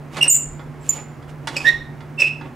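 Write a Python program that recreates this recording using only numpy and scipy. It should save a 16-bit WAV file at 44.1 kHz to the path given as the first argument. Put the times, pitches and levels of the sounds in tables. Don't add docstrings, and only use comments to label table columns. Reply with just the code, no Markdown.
import sys
import numpy as np
from scipy import signal
from scipy.fft import rfft, irfft
from scipy.io import wavfile
from scipy.ndimage import uniform_filter1d

SR = 44100
rng = np.random.default_rng(int(sys.argv[2]) if len(sys.argv) > 2 else 0)


def store_wav(level_fs):
    pcm = np.round(np.clip(np.atleast_2d(level_fs), -1, 1) * 32767)
    wavfile.write(sys.argv[1], SR, pcm.T.astype(np.int16))


N = 112454
TOP_HZ = 15725


def undb(db):
    return 10 ** (np.asarray(db) / 20)


def unit(x):
    return x / np.sqrt(np.mean(x ** 2))


def pan(x, db):
    return x * undb(np.array([[db], [-db]]) / 2)


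def spread(mid, side, share):
    return mid + share * side * np.array([[1], [-1]])


def on_log_axis(points, hz):
    point_hz, value = np.array(points).T
    return np.interp(np.log(hz + 1), np.log(point_hz), value)


def noise(colour, tilt_db=0):
    hz = np.arange(N // 2 + 1) * SR / N
    gain = undb(on_log_axis(colour, hz) + tilt_db * np.log2(1 + hz / 100))
    return unit(irfft(rfft(rng.standard_normal(N)) * gain, N))


def wander(per_s):
    step = max(int(SR / per_s), 2)
    stairs = np.repeat(rng.standard_normal(N)[:N // step + 1], step)[:N]
    return unit(uniform_filter1d(stairs, step))


def strike(age, rise_s, decay_s):
    return np.clip(age / rise_s, 0, 1) * np.exp(-np.maximum(age - rise_s, 0) / decay_s)


def room_air():
    # pitch_hz, level_db
    air_colour = [(15, -49), (25, -21), (112, -12.5), (133, -5.5), (152, -6.5), (173, -24.5), (240, -10.5),
                  (340, -18), (598, -22.5), (919, -23.5), (2120, -32), (3630, -46), (6920, -50),
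                  (15500, -57)]
    return undb(-39.5) * spread(noise(air_colour), noise(air_colour), share=0.34)


def motor_hum():
    # pitch_hz, level_db
    tones = [(147.8, -38.5), (240, -54.5), (366, -54.5)]
    waver_db, pitch_drift = 2, 0.00826
    hum = 0
    for hz, db in tones:
        peak = np.sqrt(2) * undb(db + waver_db * wander(per_s=25))
        speed = 1 + pitch_drift * wander(per_s=13)
        hum += peak * np.sin(2 * np.pi * hz * np.cumsum(speed) / SR)
    return pan(hum, 0)


def garage_tail(t):
    # pitch_hz, fade_s
    fade_times = [(200, 0.5), (2700, 0.37), (4000, 0.42), (7200, 0.34), (14500, 0.21)]
    level_db, gap_s = -8, 0.0033
    hz, age, bands = signal.stft(rng.standard_normal(SR), SR)
    fade = np.exp(-np.log(1000) * age / on_log_axis(fade_times, hz)[:, None])
    tail = signal.istft(bands * fade, SR)[1][:SR]
    onset = np.clip(t[:SR] / gap_s - 1, 0, 1)
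    return undb(level_db) * unit(tail * onset) / np.sqrt(SR)


def near_echoes(sound):
    # delay_s, level_db, pan_db
    bounces = [(.0035, -12, 12), (0.0107, -9.5, -6.5), (0.017, -13, 1)]
    out = 0
    for delay, db, pan_db in bounces:
        delayed = np.pad(sound, ((0, 0), (int(delay * SR), 0)))[:, :N]
        out += undb(db) * pan(delayed, pan_db)
    return out


def rumbles(t):
    # start_s, level_db, decay_s
    bumps = [(0.452, -36, 0.12), (1.734, -36, 0.086)]
    # pitch_hz, level_db
    bump_colour = [(22, -12), (38, 15), (52, -2), (72, 10.5), (110, -33), (2000, -80.5)]
    loudness = sum(undb(db) * strike(t - start, 0.0055, decay) for start, db, decay in bumps)
    return loudness * noise(bump_colour)


def wrench_scrapes(t):
    # middle_s, half_width_s, level_db, tilt_db_per_octave
    scrapes = [(0.149, 0.026, -39.5, 2.5), (0.184, 0.017, -27.5, 0), (.265, 0.017, -33, 0.5),
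               (0.92, 0.067, -43, 6), (0.977, 0.036, -37.5, -.5), (1.296, 0.014, -46, 2.5),
               (1.527, 0.046, -41.5, -5), (1.622, 0.11, -37, 1.5), (1.92, 0.061, -45.5, -15.5),
               (2.46, 0.024, -38.5, -3.5)]
    # pitch_hz, level_db
    scrape_colour = [(60, -27), (300, 7), (580, 1.5), (950, 5.5), (1500, -7.5), (2500, -2.5), (4500, -17),
                     (7000, -17.5), (11000, -27.5), (15500, -41.5)]
    rubbing, grain_db = 0, 3
    for middle, half_width, db, tilt in scrapes:
        swell = np.exp(-((t - middle) / half_width) ** 2)
        rubbing += undb(db) * swell * noise(scrape_colour, tilt)
    return rubbing * unit(undb(grain_db * wander(per_s=900)))


def wrench_clicks(t):
    # start_s, level_db, decay_s, tilt_db_per_octave
    clicks = [(0.167, -27, 0.01, -1), (0.594, -36.5, 0.018, -10.5), (1.225, -44, .008, -6),
              (1.472, -21, 0.0091, -1.5), (2.006, -37.5, 0.0062, -6), (2.411, -35, 0.01, -9),
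              (2.453, -44.5, 0.008, -11)]
    # pitch_hz, level_db
    crack_colour = [(60, -36), (250, -16), (650, -6), (950, 0), (2000, 3.5), (2650, -6.5), (3400, 1.5),
                    (10000, -12.5), (15500, -35.5)]
    # pitch_hz, level_db
    ring_tones = [(910, -6), (1480, -16), (2060, -10.5), (3420, -13.5), (4800, -23)]
    rise_s, ring_s = 0.00061, 0.014
    out = 0
    for start, db, decay, tilt in clicks:
        age = t - start
        crack = strike(age, rise_s, decay) * noise(crack_colour, tilt)
        ring = sum(undb(tone_db) * np.sin(2 * np.pi * hz * age) for hz, tone_db in ring_tones)
        out += undb(db) * (crack + strike(age, rise_s, ring_s) * ring)
    return out


def thread_squeaks(t):
    # start_s, swell_s, hold_s, first_hz, last_hz, level_db,
    # second_harmonic_db, third_harmonic_db, wobble_percent, grit_db, pan_db
    squeaks = [ (0.208, 0.0065, 0.0015, 2862, 2816, -8, -23.5, -21, 1.45, -28, -4),
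               (0.214, 0.016, 0.0046, 2848, 2770, -5.5, -17.5, -14.5, 1.27, -25.5, -4),
               (0.237, 0.0051, 0.0039, 2708, 2600, -19.5, -3.5, -18, 3.8, -8.5, -1),
               (0.247, 0.0065, 0.022, 2622, 2763, -26.5, -18, -29, 4.0, -12.5, -0.5),
               (0.275, 0.013, .003, 8470, 8070, -3.5, -22, -50, 1.8, -52, -3.5),
               (0.288, 0.0033, 0.083, 8340, 7990, -22.5, -26, -60, 2.1, -42, 4),
               (0.295, 0.0055, 0.032, 7097, 7273, -5, -14.5, -50, 1.8, -49, -3),
               (0.325, 0.0066, 0.034, 7305, 7164, -13, -19, -60, 2.1, -29.5, 2),
               (0.802, 0.016, 0.013, 7580, 7650, -51.5, -30, -54, 1.0, -14, -5),
               (0.89, 0.0035, 0.0048, 7150, 7010, -7.5, -21, -34, 0.82, -54, -3.5),
               (1.55, 0.016, 0.0015, 2910, 2730, -26.5, -12, -32, 1.8, -13, -5),
               (1.563, 0.0042, 0.007, 2628, 2470, -19.5, -5, -11, 4.1, -11, -3.5),
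               (1.597, 0.0094, 0.0017, 2490, 2556, -24.5, -14, -26, 1.1, -38, -6),
               (1.641, 0.02, 0.0026, 1706, 1792, -14, -19, -25, 0.63, -18.5, -7),
               (1.657, 0.014, 0.023, 1838, 1881, -7.5, -14, -27.5, 0.79, -25.5, -5),
               (2.174, 0.023, 0.0026, 2694, 2654, -16.5, -22.5, -27, 0.32, -19, -6),
               (2.193, 0.012, 0.0075, 2778, 2642, -18, -5, -16, 1.7, -12, -0.5),
               (2.214, 0.0064, 0.0055, 2637, 2580, -5.5, -32, -31, 1.0, -21, -7),
               (2.229, 0.002, 0.052, 2576, 2641, -17.5, -30, -34, 2.71, -22, -3.5)]
    # pitch_hz, level_db
    grit_colour = [(40, -31.5), (200, -8.5), (500, 6.5), (900, -3), (1400, -6.5), (2400, 7.5), (4000, -7),
                   (5300, -7), (7000, -11), (13500, -19.5), (15500, -32)]
    release_s, wobbles_per_s, flutter_db = 0.00061, 350, 1.5
    jitter_radians, harmonic_step_db = 0.42, -12
    out, grit = 0, noise(grit_colour)
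    for start, swell, hold, first_hz, last_hz, db, second_db, third_db, wobble, grit_db, pan_db in squeaks:
        age = t - start
        rise = np.sin(np.pi / 2 * np.clip(age / swell, 0, 1)) ** 2
        swing = rise * np.exp(-np.maximum(age - swell - hold, 0) / release_s)
        on = swing > 1e-4
        glide_hz = np.interp(age, [0, swell + hold], [first_hz, last_hz])
        hz = glide_hz * (1 + wobble / 100 * wander(wobbles_per_s))
        phase = 2 * np.pi * np.cumsum(hz[on]) / SR
        slip_phase = phase + jitter_radians * np.tanh(wobble) * wander(per_s=730)[on]
        harmonics_db = [second_db] + [third_db + harmonic_step_db * k for k in range(4)]
        overtones = sum(undb(level) * np.sin(k * slip_phase)
                        for k, level in enumerate(harmonics_db, 2) if k * first_hz < TOP_HZ)
        harshness = swing[on] * (overtones + undb(grit_db) * grit[on])
        loudness = swing[on] * undb(db + flutter_db * wander(wobbles_per_s)[on])
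        tone = np.zeros(N)
        tone[on] = loudness * (np.sin(phase) + harshness)
        out += pan(tone, pan_db)
    return out


def scene():
    t = np.arange(N) / SR
    direct = thread_squeaks(t) + pan(wrench_clicks(t) + wrench_scrapes(t), db=-5)
    width = 0.32 * (1 - np.exp(-t[:SR] / 0.05))
    garage = spread(garage_tail(t), garage_tail(t), width)
    echoes = signal.fftconvolve(direct, garage, axes=1)[:, :N]
    background = rumbles(t) + pan(motor_hum() + room_air(), db=-2.5)
    return background + direct + near_echoes(direct) + echoes


def record(dry):
    limit_db, attack_s, release_s, clip_level = -4.5, 0.0012, 0.022, 0.83
    treble = np.abs(np.diff(dry, prepend=0)).max(axis=0)
    excess = np.log(np.maximum(treble / undb(limit_db), 1))
    recovery = np.arange(N) / SR / release_s
    dip = np.maximum.accumulate(excess + recovery) - recovery
    limited = dry * np.exp(-uniform_filter1d(dip, int(attack_s * SR)))
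    low_pass = signal.ellip(10, 0.2, 70, TOP_HZ, fs=SR, output="sos")
    return signal.sosfilt(low_pass, np.clip(limited, -clip_level, clip_level))


dry = scene()
out = record(dry)
store_wav(out)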